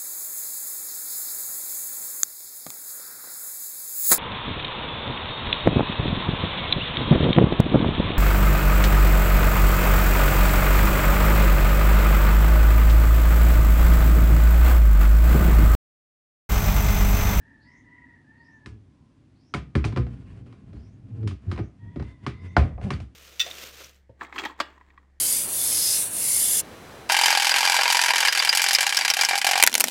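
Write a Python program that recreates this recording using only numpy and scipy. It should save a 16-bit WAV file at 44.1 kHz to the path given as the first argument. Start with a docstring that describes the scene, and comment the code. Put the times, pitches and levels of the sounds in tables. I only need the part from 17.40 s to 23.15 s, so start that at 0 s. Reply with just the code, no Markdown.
"""Hollow knocks and a low juddering scrape, close up: a plastic lid is dragged over the tub of a
washing machine and knocked into place. Each hit clacks and sets the tub booming; the sliding lid
catches, sticks and slips on the rim, and a small hard room answers. Behind it sit a faint hum,
room air and, far outside, crowing roosters and a bird's rising whistle."""
import sys
import numpy as np
from scipy import signal
from scipy.fft import rfft, irfft, next_fast_len
from scipy.io import wavfile
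from scipy.ndimage import uniform_filter1d

SR = 44100
rng = np.random.default_rng(int(sys.argv[2]) if len(sys.argv) > 2 else 0)


def file_out(sig):
    """Save sig as 16-bit WAV at sys.argv[1]."""
    # one column per channel
    cols = np.atleast_2d(sig).T
    # limit, then scale
    lim = np.clip(cols, -1, 1)
    pcm = np.round(lim * 32767).astype(np.int16)
    wavfile.write(sys.argv[1], SR, pcm)


N = 253575
TIME = np.arange(N) / SR

# lid hits on the tub: start_s, clack_db, hardness_db_per_octave, thud_db, boom_db, ping_hz
KNOCKS = [(1.26, -49, 3.5, -42, -41, 1760), (2.139, -33.5, 0.8, -29, -48, 1305),
          (2.146, -37, 0.5, -38.5, -34.5, 2170), (2.353, -32, -1.2, -17.5, -18.5, 1736),
          (2.442, -35.5, -1.9, -28, -24, 2470), (2.449, -42.5, 5.8, -29.5, -28, 1220),
          (2.524, -49, -1.5, -34.5, -46, 1000), (2.562, -38.5, -1.5, -25, -56, 1070),
          (2.573, -35.5, -2.5, -24, -23.5, 1210), (2.667, -54.5, -2, -45.5, -52, 713),
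          (3.062, -67, .5, -46, -69, 790), (3.126, -60, .5, -53, -66, 1080),
          (3.331, -64, 1.5, -42.5, -39.5, 604), (3.83, -60.5, 0, -37.5, -45, 630),
          (3.875, -44.5, 4.5, -35.5, -41, 1110), (3.91, -53, 0.5, -52, -41, 1170),
          (4.115, -40.5, 0.5, -31, -33.5, 1280), (4.161, -52, -.5, -47, -39, 1080),
          (4.177, -45, -2, -36, -54, 1070), (4.189, -44, -4, -28, -37, 626), (4.56, -53, -1, -30, -30, 940),
          (4.597, -47.5, -2.5, -29, -36.5, 665), (4.625, -56, 2, -62, -42.5, 844),
          (4.865, -34.5, -0.2, -27, -36.5, 1140), (5.166, -24, -5, -19.5, -13.5, 760),
          (5.167, -27, -1.5, -29.5, -30.5, 1413), (5.379, -57.5, -12, -60, -49, 610),
          (5.414, -52, -3, -47, -55, 686), (5.505, -33.5, 0.7, -28, -29.5, 1120),
          (5.537, -50.5, 3.5, -46, -48, 4500), (5.602, -53, 3.1, -50, -39.5, 660)]
# a knock's six bands (boom, wall thud, rim, clack, snap, crack): edge_hz
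BAND_EDGES = [45, 90, 450, 1000, 2800, 5200, 10500]
# tub ring over plastic chatter, per band: balance_db
RING_BALANCE = [10, 6.5, 3, -2.5, -10, -30.5]
# swell of each band: attack_s
BAND_ATTACKS = [.005, 0.00034, .0003, .0002, 0.0005, 0.0013]
# top four bands of an average knock, relative to its clack: level_db
CLACK_SHAPE = [-2, -1.5, -7.5, -19.5]
# modes of the tub with its lid: pitch_hz, level_db, t60_s
TUB_MODES = [(63.3, 5.5, 0.3), (70.1, 10.5, 0.14), (111.8, -5, 0.19), (120.6, -2, 0.28),
             (147.4, -0.5, 0.18), (184, -1.5, 0.09), (219.9, -3, 0.17), (262.4, 1, 0.077),
             (312, -9.5, 0.23), (344.8, -6.5, 0.17), (401.7, -9.5, 0.2), (561, -2.5, 0.17), (708, -2, 0.16),
             (772, -3, 0.15), (856, -9, 0.39), (1019, -7, 0.35), (1120, -13.5, 0.17), (1236, -4.5, 0.51),
             (1334, -7, 0.17), (1447, -4.5, 0.14), (1550, -6.5, 0.18), (1774, -1.5, 0.096),
             (1905, -12, 0.32), (2146, -9.5, 0.35), (2337, -11.5, 0.45), (3670, -12.5, 0.039),
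             (3960, -7.5, 0.021), (4520, -25, 0.083), (4800, -24.5, 0.2)]
# tone of the plastic's dense small modes: frequency_hz, gain_db
PLASTIC_EQ = [(35, -22), (60, -5.5), (155, -3.5), (284, -10), (420, -19), (593, -15.5), (720, -14),
              (875, -30.5), (1180, -23.5), (1670, -26.5), (2220, -25.5), (2810, -34), (8640, -47.5),
              (10500, -53), (13600, -95), (22000, -120)]
# pushes on the sliding lid: peak_s, rise_s, fall_s, rumble_db, scrape_db
PUSHES = [(2.71, 0.12, 0.37, -35.5, -64), (2.97, 0.6, 0.4, -39.5, -63), (3.37, 0.29, 0.36, -38.5, -68.5),
          (3.82, 0.38, 0.24, -34.5, -66.5), (4.099, 0.09, 0.047, -32.5, -56.5),
          (4.449, 0.063, 0.21, -39, -69.5), (4.68, 0.24, 0.14, -48, -62.5),
          (4.841, 0.045, 0.061, -36.5, -59.5), (5.06, .3, 0.43, -40.5, -66.5),
          (5.251, 0.1, 0.09, -22.5, -55), (5.4, 0.046, .04, -30.5, -71), (5.445, 0.058, 0.17, -27, -51),
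          (5.536, 0.033, 0.054, -26, -56), (5.628, 0.091, 0.044, -36.5, -78)]
# body of the tub under the slide: frequency_hz, gain_db
RUMBLE_EQ = [(15, -63), (25, -40.5), (56, -0.5), (113, 7), (151, -1.5), (211, -4.5), (290, -10.5),
             (390, -18), (496, -33.5), (541, -36), (634, -19.5), (723, -42), (800, -26), (1040, -59),
             (1760, -120)]
# grit of the lid on the rim: frequency_hz, gain_db
SCRAPE_EQ = [(240, -35), (400, -4), (637, -9.5), (720, -15), (884, -18), (1040, -4.5), (1180, -11.5),
             (1510, -11), (2530, -19), (10500, -33), (13600, -67.5), (22000, -120)]
# stick-slip bursts: peak_s, rise_s, fall_s, slip_rate_hz, level_db
JUDDERS = [(1.319, .05, .17, 109, -40.5), (2.471, .07, 0.091, 109, -23), (2.59, 0.028, 0.1, 127, -19),
           (3.05, 0.19, 0.4, 123, -46), (3.87, .13, 0.048, 105.4, -22), (3.93, .04, 0.036, 94, -26),
           (4.088, 0.029, 0.099, 91.6, -25.5), (4.21, .03, 0.053, 105, -26), (5.05, 0.084, 0.13, 90, -36),
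           (5.47, .04, 0.088, 192, -27.5)]
# syllables, one list a rooster: start_s, length_s, pitch_hz, sag_share, level_db, jitter_share
CROWS = [
    [(0, 0.24, 900, 0.052, -58.5, 0.031), (.245, .17, 1002, 0.041, -57, .04),
     (.44, .36, 987.5, .07, -55.5, 0.037), (.84, .44, 927, .1, -57, .013)],
    [(4.39, 0.29, 474, 0.0174, -63.5, .02), (4.6, 0.16, 512.6, 0.018, -61.5, 0.018),
     (4.8, 0.54, 515, 0.043, -60, 0.041)],
    [(1, .33, 1000, 0.032, -75.5, 0.016), (1.5, 0.25, 1050, .07, -74, 0.042)],
]
# voices, one list a rooster: harmonic_number, level_db
CROW_HARMONICS = [
    [(1, 0.5), (2, 13), (3, -21), (4, -25)],
    [(2, 4.5), (3, -17), (4, 9), (5, -10), (7, -5)],
    [(1, 0)],
]
# the bird's whistles: start_s, level_db
WHISTLES = [(0.199, -70.5), (0.971, -73.5), (1.951, -71), (3.34, -73), (4.078, -73), (4.938, -75.5)]
# tones of the hum: pitch_hz, level_db
HUM_TONES = [(107.7, -63.5), (145.3, -64.5), (263.8, -66.5)]
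# tone of the still air: frequency_hz, gain_db
AIR_EQ = [(21, -46.5), (35, -12), (81, 0.5), (177, -6), (266, 0), (439, -19), (725, -22.5), (837, -25),
          (943, -25), (1480, -29.5), (1710, -29), (2020, -30), (5010, -37.5), (9320, -44.5), (10500, -47.5),
          (13600, -83.5), (22000, -120)]
# decay of the small hard room: frequency_hz, t60_s
ROOM_DECAY = [(100, 0.73), (500, 0.32), (2000, 0.27), (5000, 0.21), (10000, 0.17)]


def knocks(pivot_hz=1560, chatter_s=0.0035, doubling_db=18):
    """The lid strikes the tub: hard hits are brighter, heavy ones chatter longer and ping less."""
    centres_hz = np.sqrt(np.multiply(BAND_EDGES[2:-1], BAND_EDGES[3:]))
    octaves = np.log2(centres_hz / pivot_hz)
    out = np.zeros(N)
    for start_s, clack_db, hardness, thud_db, boom_db, ping_hz in KNOCKS:
        bands_db = [boom_db - clack_db, thud_db - clack_db, *(CLACK_SHAPE + hardness * octaves)]
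        weight = (thud_db - clack_db) / doubling_db
        hit = knock(bands_db, chatter_s * 2 ** weight, ping_hz, ping_db=14 - 8.5 * weight)
        add(out, start_s, amp(clack_db) * hit)
    return out


def knock(bands_db, chatter_s, ping_hz, ping_db, tick_db=2.5, room_db=-3.5, ping_s=0.0015):
    """One hit layers a tick, plastic chatter, the room, the tub's ring and a ping of the struck spot."""
    tail = room_tail()
    t = np.arange(len(tail)) / SR
    chatter = rng.standard_normal(len(t)) * np.exp(-t / max(chatter_s, .001))
    tick = amp(tick_db) * (t == 0)
    plastic = equalise(chatter / np.linalg.norm(chatter) + tick + amp(room_db) * tail, PLASTIC_EQ)
    ring = tub_ring(t, boom_db=bands_db[0])
    ping_envelope = t / ping_s * np.exp(1 - t / ping_s)
    out = amp(ping_db) * ping_envelope * np.sin(2 * np.pi * ping_hz * t)
    window = round(.02 * SR)  # each band's level is set over its loudest 20 ms
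    bands = zip(BAND_EDGES, BAND_EDGES[1:], bands_db, RING_BALANCE, BAND_ATTACKS)
    for low_hz, high_hz, level_db, balance_db, attack_s in bands:
        tone, noise = band(ring, low_hz, high_hz), band(plastic, low_hz, high_hz)
        layer = amp(balance_db) * tone / tone[:window].std() + noise / noise[:window].std()
        layer *= 1 - np.exp(-t / attack_s)
        loudest = np.sqrt(uniform_filter1d(layer ** 2, window, mode="constant").max())
        out += amp(level_db) * layer / loudest
    return out


def tub_ring(t, boom_db, vary_db=2.0, grip_s=0.027, rim_hz=500, detune=.012):
    """The landing lid chokes the tub's rim modes while the deep ones ring on."""
    free_db = min(-21.5 - 0.54 * boom_db, 0)  # more boom: the lid bears down and leaves less rim ring
    choke = amp(free_db) + np.exp(-t / grip_s)
    out = np.zeros(len(t))
    for k, (hz, level_db, t60_s) in enumerate(TUB_MODES):
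        decay = amp(level_db + vary_db * rng.standard_normal() - 60 * t / t60_s)
        pitch_hz = hz * (1 + detune * rng.uniform(-1, 1))
        mode = (-1) ** k * decay * np.sin(2 * np.pi * pitch_hz * t)
        out += mode * (choke if hz > rim_hz else 1)
    return out


def slide(rumble_db=-1, scrape_db=3, catches_per_s=1200, room_db=2, uneven_db=3, edge_db=2):
    """Tiny catches of plastic on plastic scrape at the rim and make the tub rumble."""
    caught = rng.random(N) < catches_per_s / SR
    size_db = 3 * np.minimum(rng.exponential(1, N), 3)
    catches = caught * amp(size_db) * rng.choice([-1, 1], N)
    catches += amp(room_db) * reverb(catches)
    rumble = amp(rumble_db) * unit(equalise(catches, RUMBLE_EQ))
    grit = equalise(catches * amp(uneven_db * wander(N, 19)), SCRAPE_EQ)
    edge = band(grit, low_hz=2425, high_hz=2775, order=1)
    edge *= amp(edge_db + uneven_db * wander(N, 21))  # the lid's thin edge sings now and then
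    scrape = amp(scrape_db) * unit(grit + edge)
    rumble_gain, scrape_gain = np.zeros((2, N))
    for peak_s, rise_s, fall_s, push_rumble_db, push_scrape_db in PUSHES:
        force = push(TIME - peak_s, rise_s, fall_s)
        rumble_gain = np.maximum(rumble_gain, amp(push_rumble_db) * force)
        scrape_gain = np.maximum(scrape_gain, amp(push_scrape_db) * force)
    return rumble_gain * rumble + scrape_gain * scrape


def judder(overtone_db=-15, sag_hz_per_s=70, jitter=.03):
    """Stick and slip drives the tub wall into a low groan that sags as the lid comes to rest."""
    out = np.zeros(N)
    for peak_s, rise_s, fall_s, slip_hz, level_db in JUDDERS:
        t = np.arange(-2 * rise_s, 2 * fall_s, 1 / SR)
        pitch_hz = (slip_hz - sag_hz_per_s * t) * (1 + jitter * wander(N, 72)[:len(t)])
        phase = 2 * np.pi * np.cumsum(pitch_hz) / SR
        overtones = sum(np.sin(k * phase) * 2 / k for k in range(2, 5))
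        groan = unit(np.sin(phase) + amp(overtone_db) * overtones)
        add(out, peak_s + t[0], amp(level_db) * groan * push(t, rise_s, fall_s))
    return out


def push(t, rise_s, fall_s):
    """The force of a hand: 1 at t = 0, a tenth of that rise_s before and fall_s after."""
    return 10 ** -np.maximum(-t / rise_s, t / fall_s)


def roosters(ends_db=-6, rasp=0.11, rasp_hz=1100):
    """Raspy crows: each syllable droops in pitch and level at both ends, where the effort is low."""
    out = np.zeros(N)
    for syllables, harmonics in zip(CROWS, CROW_HARMONICS):
        for start_s, length_s, pitch_hz, sag, level_db, jitter in syllables:
            slack = 1 - effort(np.arange(0, length_s, 1 / SR))
            note = bird_note(pitch_hz * (1 - sag * slack), harmonics, jitter, jitter_hz=166)
            add(out, start_s, amp(level_db + ends_db * slack) * note)
    return out * (1 + rasp * wander(N, rasp_hz))  # uneven cycles make the rasp


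def whistles(trim_db=-1, length_s=0.21, start_hz=4100, rise_hz_per_s=11800, ends_db=-6, flutter_db=3):
    """A bird repeats one fluttering upward glide, its pitch blurred by fast jitter."""
    t = np.arange(0, length_s, 1 / SR)
    out = np.zeros(N)
    for start_s, level_db in WHISTLES:
        shape_db = ends_db * (1 - effort(t)) + flutter_db * wander(SR, 25)[:len(t)]
        note = bird_note(start_hz + rise_hz_per_s * t, harmonics=[(1, 0)], jitter=.06, jitter_hz=900)
        add(out, start_s, amp(trim_db + level_db + shape_db) * note)
    return out


def bird_note(pitch_hz, harmonics, jitter, jitter_hz):
    """Harmonics on a trembling pitch, with a short fade at each end."""
    tremble = 1 + jitter * wander(SR, jitter_hz)[:len(pitch_hz)]
    phase = 2 * np.pi * np.cumsum(pitch_hz * tremble) / SR
    voice = sum(amp(level_db) * np.sin(k * phase) for k, level_db in harmonics)
    return unit(voice) * signal.windows.tukey(len(pitch_hz), .04)


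def effort(t, crest_share=.32):
    """A bird's effort over one note: from 0 up to 1 at the crest and back."""
    return np.sin(np.pi * np.interp(t, [0, crest_share * t[-1], t[-1]], [0, .5, 1]))


def far_birds(direct_db=-3, room_db=-4):
    """The calls from outside, blurred on their way into the room."""
    calls = roosters() + whistles()
    return amp(direct_db) * calls + amp(room_db) * reverb(calls)


def hum(trim_db=-3, waver=0.1):
    """Faint low tones that waver in level and phase."""
    out = np.zeros(N)
    for pitch_hz, level_db in HUM_TONES:
        gain = amp(trim_db + level_db) * (1 + waver * wander(N, 7.8))
        out += gain * np.sqrt(2) * np.sin(2 * np.pi * pitch_hz * TIME + wander(N, 10))
    return out


def room_air(level_db=-58.5):
    """A steady bed of dark noise."""
    return amp(level_db) * unit(equalise(rng.standard_normal(N), AIR_EQ))


def room_tail(build_s=0.0064):
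    """Diffuse echoes of energy 1, each band dying at its own speed."""
    hz, t, spectrum = signal.stft(rng.standard_normal(SR * 3 // 4), SR, nperseg=256)
    decay = amp(-60 * t / curve(ROOM_DECAY, hz)[:, None])
    tail = signal.istft(spectrum * decay, SR, nperseg=256)[1]
    tail *= 1 - np.exp(-np.arange(len(tail)) / SR / build_s)
    return tail / np.linalg.norm(tail)


def reverb(x):
    """The room's answer alone, fully wet."""
    return signal.fftconvolve(x, room_tail())[:N]


def amp(db):
    """Decibels to gain."""
    return 10 ** (np.asarray(db) / 20)


def unit(x):
    """Scales to rms 1."""
    return x / np.sqrt(np.mean(x ** 2) + 1e-20)


def curve(points, hz):
    """Reads a table on a log-frequency axis."""
    points_hz, values = np.transpose(points)
    return np.interp(np.log(hz + 1), np.log(points_hz + 1), values)


def add(mix, start_s, sound):
    """Drops a sound into the mix at start_s."""
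    part = mix[max(round(start_s * SR), 0):][:len(sound)]
    part += sound[:len(part)]


def equalise(x, eq):
    """Minimum-phase EQ, so nothing rings ahead of a hit."""
    size = 2 * next_fast_len(len(x))
    log_gain = np.log(amp(curve(eq, abs(np.fft.fftfreq(size, 1 / SR)))))
    response = np.exp(np.conj(signal.hilbert(log_gain)))
    return irfft(rfft(x, size) * response[:size // 2 + 1], size)[:len(x)]


def band(x, low_hz, high_hz, order=3):
    """Causal band-pass."""
    return signal.sosfilt(signal.butter(order, [low_hz, high_hz], "band", fs=SR, output="sos"), x)


def wander(size, rate_hz):
    """Random drift of rms 1, rolling off above rate_hz."""
    roll_off = np.exp(-(np.fft.rfftfreq(size, 1 / SR) / rate_hz) ** 2)
    return unit(irfft(rfft(rng.standard_normal(size)) * roll_off, size))


def scene():
    """The mono mix: lid and tub up front, birds and room tone behind."""
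    return (knocks() + slide() + judder() + far_birds() + hum() + room_air())[None]


def record(dry):
    """A steep high cut takes off the top of the treble."""
    cutoff_hz = 10750
    low_pass = signal.firwin(255, cutoff_hz, window=("kaiser", 8), fs=SR)
    return signal.oaconvolve(dry, low_pass[None], "same")


dry = scene()
out = record(dry)
file_out(out)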